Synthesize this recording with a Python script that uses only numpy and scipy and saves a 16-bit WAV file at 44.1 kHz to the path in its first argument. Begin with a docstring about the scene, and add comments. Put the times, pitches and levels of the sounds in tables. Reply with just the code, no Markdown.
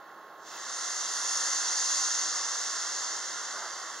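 """A standing train vents compressed air from under its floor, heard across a track and a platform.
Cooling fans hum from the start. Near 0.4 s a valve opens with a dull puff, and a turbulent jet swells:
a hiss over a lower roar, coloured by pipe resonances, scattered by the underframe, echoed by a wall.
After 2 s the jet sags; the outlet whistles near 3 s as the pressure falls, and a hollow rush follows
at 3.5 s. All passes through a microphone with faint noise of its own and two deep notches."""
import sys
import numpy as np
from scipy.fft import rfft, irfft, next_fast_len
from scipy.io import wavfile
from scipy.ndimage import map_coordinates

SR = 44100
rng = np.random.default_rng(int(sys.argv[2]) if len(sys.argv) > 2 else 0)


def dump_mix(stems):
    """Bounce the given channels to the path in sys.argv[1] as a 16-bit WAV at rate SR."""
    frames = np.atleast_2d(stems).T  # one column per channel
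    limited = np.clip(frames, -1, 1)  # hard clip at full scale
    pcm = np.round(limited * 32767).astype(np.int16)
    wavfile.write(sys.argv[1], SR, pcm)


N = 176400

# Envelopes of the jet, its roar and the whistle: t/s, level/dB
JET_LEVEL = [(0.37, -69), (0.41, -62), (0.47, -48.5), (0.62, -41), (0.78, -35.5), (1.11, -34),
             (1.36, -31.5), (1.55, -31.5), (1.75, -31.5), (1.87, -30.5), (2.0, -30.5), (2.1, -31.5),
             (2.5, -33.5), (3.12, -35), (3.2, -37), (3.48, -38), (3.7, -40.5), (4.0, -42.5)]
ROAR_LEVEL = [(0.42, -62), (0.5, -49), (0.6, -44), (0.85, -42), (1.45, -38.5), (1.9, -39.5), (2.5, -40.5),
              (3.2, -41.5), (3.48, -42), (3.75, -43), (4, -44.5)]
WHISTLE_LEVEL = [(0.4, -100), (1.8, -55), (2.8, -58), (3.02, -47), (3.3, -69), (3.72, -53), (4.0, -66)]
# Envelope of the sizzle relative to the jet: t/s, level/dB
SIZZLE_LEVEL = [(0.45, -26), (0.75, -14.5), (1.1, -13), (1.35, -11), (1.65, -14.5), (1.92, -12),
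                (2.35, -17), (2.65, -15.5), (3.1, -17.5), (4, -17)]
# Spectral densities of the noises: f/Hz, relative level/dB
HISS_SPECTRUM = [(600, -70), (1500, -69), (2300, -29), (2600, -13), (2800, -11.5), (3020, -31.5),
                 (3350, -10), (3900, -11), (4500, -9), (5000, -7.5), (5600, -6.5), (6400, -1), (7000, -4.5),
                 (7700, -4.5), (8600, -15), (10000, -32), (13000, -65)]
CORE_SPECTRUM = [(1000, -80), (3000, -54), (4400, -0.5), (5200, 1.5), (5900, 6.5), (6600, 9.5), (7050, 6),
                 (7800, -18), (9000, -42), (13000, -58)]
SIZZLE_SPECTRUM = [(1500, -70), (5000, -33), (8000, 2.5), (9100, 5.5), (10000, -3), (11400, -10.5),
                   (11750, -12), (12100, -25), (13100, -21), (13800, -20), (15300, -53)]
ROAR_SPECTRUM = [(100, -46), (300, -26), (550, -12), (850, -5.5), (1050, 2.5), (1400, -0.5), (1700, 1),
                 (2050, 0), (2400, -21.5), (3200, -8), (6000, -50)]
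PUFF_SPECTRUM = [(1800, -39), (2550, 6.5), (3000, -7), (3600, 1), (6000, -20)]
HOLLOW_SPECTRUM = [(200, -37), (450, -10), (650, -2), (1250, 1.5), (1600, 3), (2500, -45)]
FAN_SPECTRUM = [(20, -31), (100, -29.5), (140, -22.5), (200, -10), (260, -9), (340, -2.5), (600, 0),
                (1000, 2), (1180, 0.5), (1330, 3), (1800, -4), (2200, -15.5), (2750, -13.5), (3000, -22),
                (3350, -17), (4500, -19.5), (5600, -29), (6600, -41), (7600, -51), (9500, -48)]
SELF_NOISE_SPECTRUM = [(20, -14), (7000, -22), (9500, -0.5), (12000, 3), (16000, 4)]
# Resonances of the outlet and the space around it: f/Hz, width/Hz, gain/dB
OUTLET_MODES = [(1078, 24, 4), (1336, 12, 6), (1410, 30, 7.5), (1647, 16, 3), (4272, 40, 4), (4502, 40, 4),
                (4762, 40, 3), (5358, 60, 5), (5540, 25, 4), (5875, 70, 3.5), (6055, 25, 3), (6286, 16, 4),
                (6455, 30, 4.5), (6627, 27, 2.5), (6784, 22, 2.5), (6876, 20, 4)]
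# Burst envelopes: start/s, attack/s, hold/s (if negative, skips into the release), release/s, level/dB
PUFF_ENVELOPE = (0.43, 0.15, -0.08, .2, -50)
HOLLOW_ENVELOPE = (3.51, .045, .11, .05, -42.5)
# Fan tones: f/Hz, initial level/dB
FAN_TONES = [(158, -80), (325, -72), (418, -72.5), (533, -73), (651, -66.5), (812, -67), (1077.5, -55),
             (1302, -71)]
# Coherence between the left and right microphone channels: f/Hz, coherence/1
STEREO_COHERENCE = [(100, 0.97), (1000, 0.99), (2450, 0.98), (3000, 0.78), (3500, 0.89), (6000, 0.92),
                    (8000, 0.72), (11000, 1)]
# Level difference between the channels: f/Hz, left minus right level/dB
STEREO_BALANCE = [(60, 1), (250, -2.5), (1100, -3), (2000, -1.5), (2650, 2), (3050, -6.5), (4000, -7.5),
                  (5500, -4), (5900, -6.5), (6450, 5.5), (6850, 3), (7550, 4), (8100, -1.5), (9500, -3.5),
                  (11500, -0.5)]
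# Phase difference between the channels: f/Hz, lead of the left/rad
STEREO_PHASE = [(2500, 0), (2900, -1.3), (3150, -0.5), (4200, 0.3), (5000, 0.89), (6100, 1.06),
                (6600, 0.98), (7050, 0.66), (7700, -0.6), (8400, -0.45), (9000, -0.92)]
# Microphone notches: f/Hz, width/Hz
MIC_NOTCHES = [(2425, 270), (7990, 763)]


def air_jet(sputter_db=0.34, sputter_per_s=90, hiss_growth=0.99, core_growth=2.1):
    """Turbulence radiates broadband noise; its bright core grows fastest with flow, its roar lingers."""
    jet_db = curve(JET_LEVEL)
    flow_db = jet_db + sputter_db * wobble(sputter_per_s)
    peak_db = jet_db.max()
    re_peak_db = flow_db - peak_db
    hiss = amp(peak_db + hiss_growth * re_peak_db - 1) * noise(HISS_SPECTRUM, jet_path)
    core = amp(peak_db + core_growth * re_peak_db - 0.5) * noise(CORE_SPECTRUM, jet_path)
    sizzle = amp(flow_db + curve(SIZZLE_LEVEL) - 1.5) * noise(SIZZLE_SPECTRUM, jet_path)
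    roar = amp(curve(ROAR_LEVEL) + 0.2 * wobble(8.46)) * noise(ROAR_SPECTRUM, jet_path)
    return hiss + core + sizzle + roar


def jet_path(hz, scatter_db=-11, t60_s=0.26, wall_db=-8.5, wall_delay_s=0.022, wall_cutoff_hz=7000):
    """Superposition: the resonant outlet's direct sound, underframe scattering and a wall reflection."""
    outlet = 1 + sum((amp(db) - 1) * resonance(hz, centre, width) for centre, width, db in OUTLET_MODES)
    t = np.arange(SR // 4) / SR
    tail = rng.standard_normal((2, len(t))) * amp(-60 * t / t60_s)
    scatter = rfft(tail / np.linalg.norm(tail[0]), 2 * (len(hz) - 1))
    delay = np.exp(-2j * np.pi * hz * wall_delay_s)
    wall = delay / np.sqrt(1 + (hz / wall_cutoff_hz) ** 2)  # a rough wall returns less treble
    return outlet * (1 + amp(scatter_db) * scatter + amp(wall_db) * wall)


def valve_puff():
    """Onset transient: the valve cracks open with a dull puff before the jet turns bright."""
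    return burst(*PUFF_ENVELOPE, PUFF_SPECTRUM)


def outlet_whistle(centre_hz=4722, width_hz=42):
    """Resonance: one narrow mode of the outlet selects a breathy pitch from the noise."""
    return amp(curve(WHISTLE_LEVEL)) * noise(HISS_SPECTRUM, lambda hz: resonance(hz, centre_hz, width_hz))


def hollow_rush():
    """Band-limited noise: a brief midrange rush rises and falls as the hiss dies away."""
    return burst(*HOLLOW_ENVELOPE, HOLLOW_SPECTRUM)


def cooling_fans(fade_db_per_s=0.7, waver_db=1.84, drift_rad=0.35, rush_db=-50):
    """Amplitude and phase modulation: slowly weakening fan tones waver over a steady rush."""
    t = np.arange(N) / SR
    tones = np.zeros(N)
    for hz, db in FAN_TONES:
        level_db = db - fade_db_per_s * t + waver_db * wobble(5.1)
        phase = 2 * np.pi * hz * t + drift_rad * wobble(5.1)
        tones += np.sqrt(2) * amp(level_db) * np.sin(phase)
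    return tones + amp(rush_db) * noise(FAN_SPECTRUM)


def electronics(hiss_db=-71.5, buzz_db=-75, ticks_per_s=58.7, first_tick_s=0.0094):
    """Electrical self-noise: a faint hiss and the thin buzz of a periodic pulse train."""
    tick_times = np.arange(first_tick_s, N / SR, 1 / ticks_per_s)
    ticks = np.zeros(N)
    ticks[(tick_times * SR).astype(int)] = 1
    buzz = unit(filtered(ticks, lambda hz: amp(along(SELF_NOISE_SPECTRUM, hz))))
    return amp(hiss_db) * noise(SELF_NOISE_SPECTRUM) + amp(buzz_db) * buzz


def burst(start, attack, hold, release, db, spectrum):
    """Amplitude modulation of noise by one rise and fall."""
    times = np.cumsum([start, attack, hold, release])
    return amp(db) * curve(list(zip(times, [0, 1, 1, 0]))) * noise(spectrum)


def noise(spectrum, path=lambda hz: 1):
    """Partial coherence: sum and difference of two filtered noises give a stereo pair of rms 1."""
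    def response(hz):
        angle = np.arccos(np.clip(along(STEREO_COHERENCE, hz), 0, 1)) / 2
        return amp(along(spectrum, hz)) * path(hz) * np.array([np.cos(angle), np.sin(angle)])
    mid, side = filtered(rng.standard_normal((2, N)), response)
    return unit(np.array([mid + side, mid - side]))


def resonance(hz, centre, width):
    """Lorentzian curve of height 1."""
    return 1 / (1 + (2 * (hz - centre) / width) ** 2)


def filtered(x, response):
    """Linear filtering: the spectrum of x times a frequency response."""
    size = next_fast_len(N + SR // 2)
    return irfft(rfft(x, size) * response(np.fft.rfftfreq(size, 1 / SR)), size)[..., :N]


def wobble(rate):
    """Spline interpolation of random knots, rate per second."""
    return map_coordinates(rng.standard_normal(N // 20), [np.arange(N) * rate / SR], mode="wrap")


def curve(rows):
    """Linear interpolation of (t/s, value) rows at each sample."""
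    return np.interp(np.arange(N) / SR, *np.transpose(rows))


def along(rows, hz):
    """Interpolation of (f/Hz, value) rows in log frequency."""
    row_hz, values = np.transpose(rows)
    return np.interp(np.log(hz + 1), np.log(row_hz + 1), values)


def amp(db):
    """Amplitude ratio of a level."""
    return 10 ** (np.asarray(db) / 20)


def unit(x):
    """Normalisation to rms 1."""
    return x / np.sqrt(np.mean(x ** 2) + 1e-20)


def scene():
    """Stereo pickup: air and fans differ in level and phase between the two microphone channels."""
    sides = np.array([[0.5], [-0.5]])
    def pickup(hz):
        return amp(sides * along(STEREO_BALANCE, hz)) * np.exp(1j * sides * along(STEREO_PHASE, hz))
    return filtered(valve_puff() + air_jet() + outlet_whistle() + hollow_rush() + cooling_fans(), pickup)


def record(dry, notch_depth=0.98, band_limit_hz=15780):
    """Transduction: the microphone adds self-noise, cuts two notches and limits the bandwidth."""
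    def response(hz):
        notches = [1 - notch_depth * resonance(hz, centre, width) for centre, width in MIC_NOTCHES]
        return np.prod(notches, axis=0) * (hz < band_limit_hz)
    return filtered(dry + electronics(), response)


dry = scene()
out = record(dry)
dump_mix(out)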